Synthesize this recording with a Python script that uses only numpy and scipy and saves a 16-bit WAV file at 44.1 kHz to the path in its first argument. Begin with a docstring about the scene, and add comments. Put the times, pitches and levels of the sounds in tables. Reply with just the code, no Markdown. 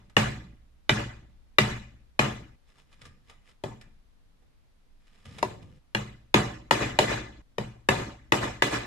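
"""A mallet drives a carving gouge into a moulding on a workbench, close to a phone with two microphone ports.
Each blow is a sum of damped modes (handle and blade, moulding, bench, faint steel), noise bursts for the parting
fibres, and a decaying noise tail for the workshop. Between the blows the blade ticks and scrapes: crackling
noise, short or drawn out. Under it lie a wavering rumble and a steady hiss. The phone's limiter ducks the
hardest blows, so their tails swell back."""
import sys
import numpy as np
from scipy import signal
from scipy.fft import rfft, irfft, next_fast_len
from scipy.io import wavfile
from scipy.ndimage import uniform_filter1d, minimum_filter1d, map_coordinates

SR = 44100
rng = np.random.default_rng(int(sys.argv[2]) if len(sys.argv) > 2 else 0)


def wrap_up_sound(samples):
    """Save the sound to the file named by the first command line argument, as 16-bit audio."""
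    columns = np.atleast_2d(samples).T
    # keep every value between -1 and 1, then stretch to whole-number steps
    tamed = np.clip(columns, -1, 1)
    steps = np.round(tamed * 32767).astype(np.int16)
    wavfile.write(sys.argv[1], SR, steps)


N = 390726

# low background noise: pitch_hz, relative level_db
RUMBLE_SPECTRUM = [(12, -27), (20, -2.5), (38, -18.5), (65, -21), (82, -25), (300, -37), (390, -63.5),
                   (660, -120)]
# high background noise: pitch_hz, relative level_db
HISS_SPECTRUM = [(120, -40), (200, -2.5), (2460, -14), (2690, -15), (3720, -15.5), (7930, -24.5),
                 (12000, -25), (14900, -42.5)]
RUMBLE_DB, HISS_DB = -59, -72.5

# crackle of wood fibres at the edge: pitch_hz, relative level_db
GRAIN_SPECTRUM = [(240, -34.5), (400, -3.5), (472, -5.5), (3180, -12.5), (4000, -17), (5170, -16.5),
                  (12300, -33), (14900, -71.5)]
# low grumble of the bench under the pushed blade: pitch_hz, relative level_db
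GRUMBLE_SPECTRUM = [(41, -30.5), (70, -0.5), (173, -7), (206, -8), (410, -26.5), (500, -17), (650, -47.5),
                    (1100, -120)]
# blade ticks: start_s, level_db, body_db (lift below about 1 kHz)
BLADE_TICKS = [(0.095, -56, 0), (2.9252, -53, -2), (3.0127, -46.5, -4), (3.052, -44.5, -10),
               (3.294, -46.5, -3), (3.81, -45, -4.5), (4.419, -63.5, 11.5), (5.0667, -59.5, -13.5),
               (5.2518, -45, -2.5), (5.381, -34.5, 3), (5.6215, -53, 3.5), (5.755, -63.5, -1)]
TICK_RISE_S, TICK_FALL_S = 0.003, 0.011
# short rubs of the edge in the grain: loudest_s, scrape_db, grumble_db
EDGE_RUBS = [(2.693, -66, -79), (2.789, -60, -67), (2.925, -65.5, -76), (3.03, -63, -56), (3.061, -60, -62),
             (3.306, -58, -67.5), (3.49, -59, -75.5)]
RUB_RISE_DB_PER_S, SCRAPE_FADE_DB_PER_S, GRUMBLE_FADE_DB_PER_S = 354, 282.5, 87
# one long push levers a chip out: time_s, scrape_db, grumble_db
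LONG_PUSH = [(5.0, -79.5, -82), (5.15, -66.5, -67.5), (5.24, -67.5, -67), (5.272, -57.5, -47.5),
             (5.4, -56.5, -50), (5.56, -76, -48), (5.634, -71.5, -48.5), (5.78, -72, -56), (5.8, -85, -72)]

# the workshop's answer to a blow: pitch_hz, t60_s, level_db
SHOP_DECAY = [(60, .6, -7.5), (120, 0.89, 4.5), (300, 0.37, 2), (601, 0.46, 1.5), (1000, 0.44, -3),
              (1450, 0.45, -3.5), (2000, 0.47, -4), (3360, 0.45, -9), (4560, 0.45, -10.5),
              (6300, 0.45, -10), (7340, 0.43, -6), (9600, 0.35, -13.5), (13000, 0.38, -14.5),
              (15000, .2, -42.5)]
# correlation of the two ports in that tail: pitch_hz, likeness (-1 to 1)
SHOP_LIKENESS = [(60, 0.87), (300, 1), (630, -0.4), (1400, 0.34), (3000, 0)]
# reflections from near surfaces: delay_s, level_db
NEAR_WALLS = [(.0045, -19), (.008, -17.5), (0.0127, -17), (.018, -19.5), (.021, -17), (.029, -21.5)]

# modes of handle and blade: pitch_hz, level_db, t60_s
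TOOL_MODES = [(1203, 2.5, 0.017), (1721, 2.5, 0.017), (2012, -4, 0.03), (2447, -4, .025),
              (2929, -1.5, 0.02), (3480, -3.5, 0.018), (3973, -3.5, 0.018), (5200, -12.5, 0.034),
              (7050, -7.5, .02), (8340, -25, 0.014), (9400, -31, .015), (11200, -33, .015)]
# modes of the moulding: pitch_hz, level_db, t60_s
MOULDING_MODES = [(314, -12.5, 0.032), (367, -14, 0.076), (435.5, -12.5, 0.047), (579.5, -10, 0.053),
                  (742, -15.5, .05), (910, -6.5, 0.031), (1052, -14, 0.032)]
# modes of the bench: pitch_hz, level_db, t60_s
BENCH_MODES = [(51.6, -36, 1.2), (62.2, -33.5, 1.2), (113.8, -20, 0.61), (128.9, -20, 0.51),
               (147, -16, 0.25), (204.8, -19.5, 0.23), (212, -18.5, 0.4)]
# modes of the free steel shank: pitch_hz, level_db, t60_s
STEEL_MODES = [(10200, -61.5, .35), (10900, -64.5, 0.55), (11400, -66.5, 0.69)]
SNAP_DB, SNAP_T60_S = -11.5, 0.012  # first snap of wood on wood
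JOLT_DB, JOLT_T60_S = -39.5, 0.7  # the floor shakes under the bench

# moments where the tails of blows and ticks stop short: time_s
TAIL_ENDS = [2.56, 5.79, 7.42]
# softness of the contact, one value from tail end to tail end: corner_hz
CONTACT_CORNERS = [4800, 8500, 5700, 6500]
FIBRE_CORNER_HZ = 11020  # the fibres carry little above this
# blows and knocks: start_s, strength_db, thud_db (bench), body_db (moulding), steel_db, room_db,
# pan_db (left minus right), favoured_hz
MALLET_BLOWS = [(-.2, -23, 8, 2, -10, -5, 0, 2400), (0.1662, -5, 3.5, -1.5, 7, -5, -0.5, 2870),
                (0.893, -2, -0.5, -2.5, -3.5, -7.5, 0.5, 2710),
                (1.5841, 0.5, -2.5, -4.5, -1.5, -9.5, 1, 2790), (2.1918, -8.5, 1.5, 0, 10, -5.5, 1.5, 2100),
                (3.637, -29.5, 10.5, 9.5, 4, -8.5, 0.5, 520), (5.427, -18.5, -3, 9.5, 3, -13.5, 1.5, 956),
                (5.948, -14, 2, 1.5, -2, -11, 0.5, 2820), (6.3413, -6.5, 0.5, 2.5, -5.5, -6, -1, 3370),
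                (6.709, 6, -5, 0.5, 4, -6.5, 1.5, 890), (6.988, 10, -6.5, 0.5, -14, -7.5, 1, 605),
                (7.582, -22.5, 8, 5, 4, -10, 1.5, 497), (7.8874, -4.5, 0, 2.5, -7, -6, 0.5, 2060),
                (8.3208, 2, -2, 2.5, -8, -6, 1, 1670), (8.621, 6.5, -6.5, 1, 7, -6, 0, 1900)]
TOP_HZ = 14900  # upper band limit of the phone


def amp(db):
    """Definition of the decibel: amplitude gain of a level in dB."""
    return 10 ** (np.asarray(db) / 20)


def unit(x):
    """Normalisation of power: x at rms 1."""
    return x / np.sqrt(np.mean(x ** 2) + 1e-20)


def along(points, hz, axis=1):
    """Spectral interpolation: one column of a (pitch_hz, value, ...) table on a log frequency axis."""
    table = np.transpose(points)
    return np.interp(np.log(hz + 1), np.log(table[0] + 1), table[axis])


def filtered(x, response):
    """Linear filtering: the spectrum of x times a (complex) response of frequency."""
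    size = next_fast_len(x.shape[-1] + 8192)
    spectrum = rfft(x, size) * response(np.fft.rfftfreq(size, 1 / SR))
    return irfft(spectrum, size)[..., :x.shape[-1]]


def paired(x, alike):
    """Inter-channel coherence: two unrelated noises mix into a left and right as alike as the table says."""
    def mid_and_side(hz):
        angle = np.arccos(np.clip(along(alike, hz), -1, 1)) / 2
        return np.array([np.cos(angle), np.sin(angle)])

    mid, side = filtered(x, mid_and_side)
    return np.array([mid + side, mid - side])


def add(out, x, start_s):
    """Superposition: x joins the mix at start_s, fading out within milliseconds at the next tail end."""
    end_s = min([end for end in TAIL_ENDS if end > start_s] + [N / SR + 1])
    at = round(start_s * SR) + np.arange(x.shape[1])
    keep = (at >= 0) & (at < N)
    fade = np.clip((end_s - at / SR) / 0.0037, 0, 1)
    out[:, at[keep]] += (x * fade)[:, keep]


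def rumble(size):
    """Partly coherent noise: low stereo rumble, loosely alike at the two ports."""
    low = paired(rng.standard_normal((2, size)), [(60, 0.46)])
    return unit(filtered(low, lambda hz: amp(along(RUMBLE_SPECTRUM, hz))))


def background():
    """Stationary noise: a slowly wavering rumble plus a steady hiss that is unrelated at the two ports."""
    waver_hz = 9  # random levels per second
    levels = rng.standard_normal(int(N * waver_hz / SR) + 4)
    waver = map_coordinates(levels, [np.arange(N) * waver_hz / SR])
    hiss = unit(filtered(rng.standard_normal((2, N)), lambda hz: amp(along(HISS_SPECTRUM, hz))))
    return amp(RUMBLE_DB + 1.5 * waver) * rumble(N) + amp(HISS_DB) * hiss


def shop(size):
    """Diffuse reverberation: a noise tail in which each frequency dies at its own speed, in uneven patches."""
    hz, t, noise = signal.stft(rng.standard_normal((2, size)), SR, nperseg=256)
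    patches = uniform_filter1d(rng.standard_normal(noise.shape[1:]), 3, axis=0)
    patches = uniform_filter1d(patches, 7, axis=1)
    start_db = along(SHOP_DECAY, hz, axis=2)[:, None]
    decay_db = start_db - 60 * t / along(SHOP_DECAY, hz)[:, None]
    tail = signal.istft(noise * amp(decay_db + 2.9 * unit(patches)), SR, nperseg=256)[1][:, :size]
    late = np.clip(np.arange(size) / SR / 0.005, 0, 1)  # the first walls arrive late
    return paired(tail, SHOP_LIKENESS) * late


def humps(modes, hz, rise_db, width):
    """Resonant transmission: gain with a hump of relative width at each mode."""
    total = sum(1 / (1 + ((hz - mode[0]) / (width * mode[0])) ** 2) for mode in modes)
    return 1 + amp(rise_db) * total


def fibres(size, crisp_db):
    """Stick-slip crackle: stereo noise whose size jumps from one tiny fibre to the next."""
    jumps = np.repeat(rng.standard_normal(size // 60 + 1), 60)[:size]
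    return paired(rng.standard_normal((2, size)) * amp(crisp_db * jumps), [(300, 0.34), (1500, 0.42)])


def grain(hz):
    """Source and filter: the fibre spectrum, coloured by the resonances of the tool."""
    return amp(along(GRAIN_SPECTRUM, hz)) * humps(TOOL_MODES, hz, rise_db=3, width=0.04)


def curve(rows, axis=1):
    """Amplitude envelope: one gain per sample from a table of levels, near silence outside it."""
    table = np.transpose(rows)
    gain = amp(np.interp(np.arange(N) / SR, table[0], table[axis], left=-120, right=-120))
    return np.abs(uniform_filter1d(gain, size=300))


def swell(top_s, db, fade_db_per_s):
    """Exponential envelope: the level climbs to its top and sinks again, both in straight dB lines."""
    t = np.arange(N) / SR - top_s
    return amp(db + np.minimum(RUB_RISE_DB_PER_S * t, -fade_db_per_s * t))


def ticks():
    """Impulsive friction: each tick is a short burst of fibre crackle, with a faint workshop tail."""
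    out, t = np.zeros((2, N)), np.arange(SR // 5) / SR
    envelope = (1 - np.exp(-(t / TICK_RISE_S) ** 2)) * np.exp(-t / TICK_FALL_S)
    for start_s, db, body_db in BLADE_TICKS:
        colour = lambda hz: grain(hz) * amp(along([(900, body_db), (1200, 0)], hz))
        puff = unit(filtered(fibres(len(t), crisp_db=3.5), colour)) * envelope
        walls = signal.fftconvolve(puff[:1], shop(len(t)), axes=1)[:, :len(t)]
        add(out, amp(db) * (puff + amp(-32) * walls), start_s)
    return out


def scrape():
    """Sustained friction: the crackle drawn out under rubs and a push, with a low grumble of the bench."""
    drag = unit(filtered(fibres(N, crisp_db=3.5), grain))
    low = paired(rng.standard_normal((2, N)), [(200, 0.77)])
    grumble = unit(filtered(low, lambda hz: amp(along(GRUMBLE_SPECTRUM, hz))))
    drag_gain, grumble_gain = curve(LONG_PUSH), curve(LONG_PUSH, axis=2)
    for top_s, scrape_db, grumble_db in EDGE_RUBS:
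        drag_gain = drag_gain + swell(top_s, scrape_db, SCRAPE_FADE_DB_PER_S)
        grumble_gain = grumble_gain + swell(top_s, grumble_db, GRUMBLE_FADE_DB_PER_S)
    return drag_gain * drag + grumble_gain * grumble


def favour(modes, centre_hz, lift_db):
    """Selective excitation: grip, angle and depth of the gouge strengthen the modes near one pitch."""
    return [(hz, db + lift_db * np.exp(-(np.log(hz / centre_hz) / 0.35) ** 2), t60)
            for hz, db, t60 in modes]


def ring(modes, t, spread_db, apart, attack, detune):
    """Modal synthesis: damped sines with chance level, pitch and phase; apart = radians between the ports."""
    hz, db, t60 = np.transpose(modes)[:, None, :, None]
    shape = (2, len(modes), 1)
    hz = hz * (1 + rng.normal(0, detune, shape[1:]))
    level_db = db + rng.normal(0, spread_db, shape) - 60 * t / t60
    phase = 2 * np.pi * rng.random(shape[1:]) + rng.normal(0, apart, shape)
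    modes_sum = (amp(level_db) * np.sin(2 * np.pi * hz * t + phase)).sum(axis=1)
    return modes_sum * (1 - np.exp(-(t / attack) ** 2))


def tool_crack(t, contact, favoured_hz):
    """Impact excitation: tool modes, parting fibres and a snap, softened by the contact and the fibres."""
    modes = favour(TOOL_MODES, favoured_hz, lift_db=5)
    crack = ring(modes, t, spread_db=1.48, apart=1.0, attack=0.0016, detune=0.051)
    burst = amp(-3 - 60 * t / 0.023) * (1 - np.exp(-t / 0.00043))
    crack = filtered(crack + burst * rng.standard_normal(crack.shape), contact)  # fibres part under the edge
    snap = filtered(rng.standard_normal(crack.shape), lambda hz: contact(hz / 1.6) ** 2)
    crack += amp(SNAP_DB - 60 * t / SNAP_T60_S) * (1 - np.exp(-(t / 0.0038) ** 2)) * snap
    crack = filtered(crack, lambda hz: 1 / (1 + 1.4j * hz / FIBRE_CORNER_HZ - (hz / FIBRE_CORNER_HZ) ** 2))
    crack[1] = np.roll(crack[1], shift=14)  # samples: the handle is further from the right port
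    return crack


def bench_thud(t):
    """Low-frequency structural response: bench modes ring while a noisy jolt shakes the floor."""
    modes = ring(BENCH_MODES, t, spread_db=0.0, apart=0.15, attack=0.01, detune=0.019)
    jolt = amp(JOLT_DB - 60 * t / JOLT_T60_S) * (1 - np.exp(-t / 0.01)) * rumble(len(t))
    return modes + jolt


def room_answer(size, contact, thud_db, body_db):
    """Reverberant colouring: the walls return the colour of the blow, from thud through body to crack."""
    levels = [(35, -22), (90, thud_db), (200, thud_db), (300, body_db), (1000, body_db), (1500, 1.5)]
    woody = lambda hz: humps(MOULDING_MODES + TOOL_MODES[:7], hz, rise_db=2.5, width=0.014)
    return filtered(shop(size), lambda hz: contact(hz) * amp(along(levels, hz)) * woody(hz))


def mallet():
    """Impact and radiation: every blow cracks the tool, knocks moulding and bench, and sets off the room."""
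    out, t = np.zeros((2, N)), np.arange(SR * 5 // 8) / SR
    first = t[:SR // 8]
    for start_s, db, thud_db, body_db, steel_db, room_db, pan_db, favoured_hz in MALLET_BLOWS:
        corner_hz = CONTACT_CORNERS[np.searchsorted(TAIL_ENDS, start_s)]
        contact = lambda hz: 1 / (1 + 1j * hz / corner_hz) ** 2  # a soft contact is dull
        direct = tool_crack(first, contact, favoured_hz)
        body_modes = favour(MOULDING_MODES, favoured_hz, lift_db=7.5)
        body = ring(body_modes, first, spread_db=0, apart=0.36, attack=0.002, detune=0.03)
        direct += amp(body_db + np.array([[1.5], [-1.5]])) * body  # stronger at the left port
        # near surfaces return the sound with left and right exchanged
        direct += sum(amp(wall_db) * np.roll(direct[::-1], round(delay_s * SR), axis=1)
                      for delay_s, wall_db in NEAR_WALLS)
        sound = np.pad(direct, ((0, 0), (0, len(t) - len(first))))
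        sound += amp(thud_db) * bench_thud(t)
        sound += amp(steel_db) * ring(STEEL_MODES, t, spread_db=0.5, apart=2.1, attack=0.002, detune=0)
        sound += amp(room_db) * room_answer(len(t), contact, thud_db, body_db)
        add(out, amp(db + np.array([[pan_db], [-pan_db]]) / 2) * sound, start_s)
    return out


def scene():
    """Superposition of all sources at the two ports."""
    return mallet() + ticks() + scrape() + background()


def record(dry):
    """Dynamic compression: a limiter looks ahead, holds, and lets go in two stages; then the band limit."""
    top, ahead_s, hold_s, quick_s, slow_s = 0.86, 0.0084, 0.08, 0.038, 0.33
    need_db = np.minimum(0, 20 * np.log10(top / (np.abs(dry).max(axis=0) + 1e-9)))
    span, lead = round((ahead_s + hold_s) * SR), round(ahead_s * SR)
    # lowest gain needed from hold_s ago to ahead_s from now
    held_db = minimum_filter1d(np.pad(need_db, (span, span)), span)[span - span // 2 + lead:][:N]

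    def past_mean(size):
        return uniform_filter1d(np.pad(held_db, (size, 0)), size)[size - size // 2:][:N]

    quick_db = np.minimum(past_mean(lead), past_mean(round(quick_s * SR)))
    slow_db = 0.96 * past_mean(round(slow_s * SR))
    limited = dry * amp(np.minimum(quick_db, slow_db))
    return filtered(limited, lambda hz: 1 / (1 + (hz / TOP_HZ) ** 300))


dry = scene()
out = record(dry)
wrap_up_sound(out)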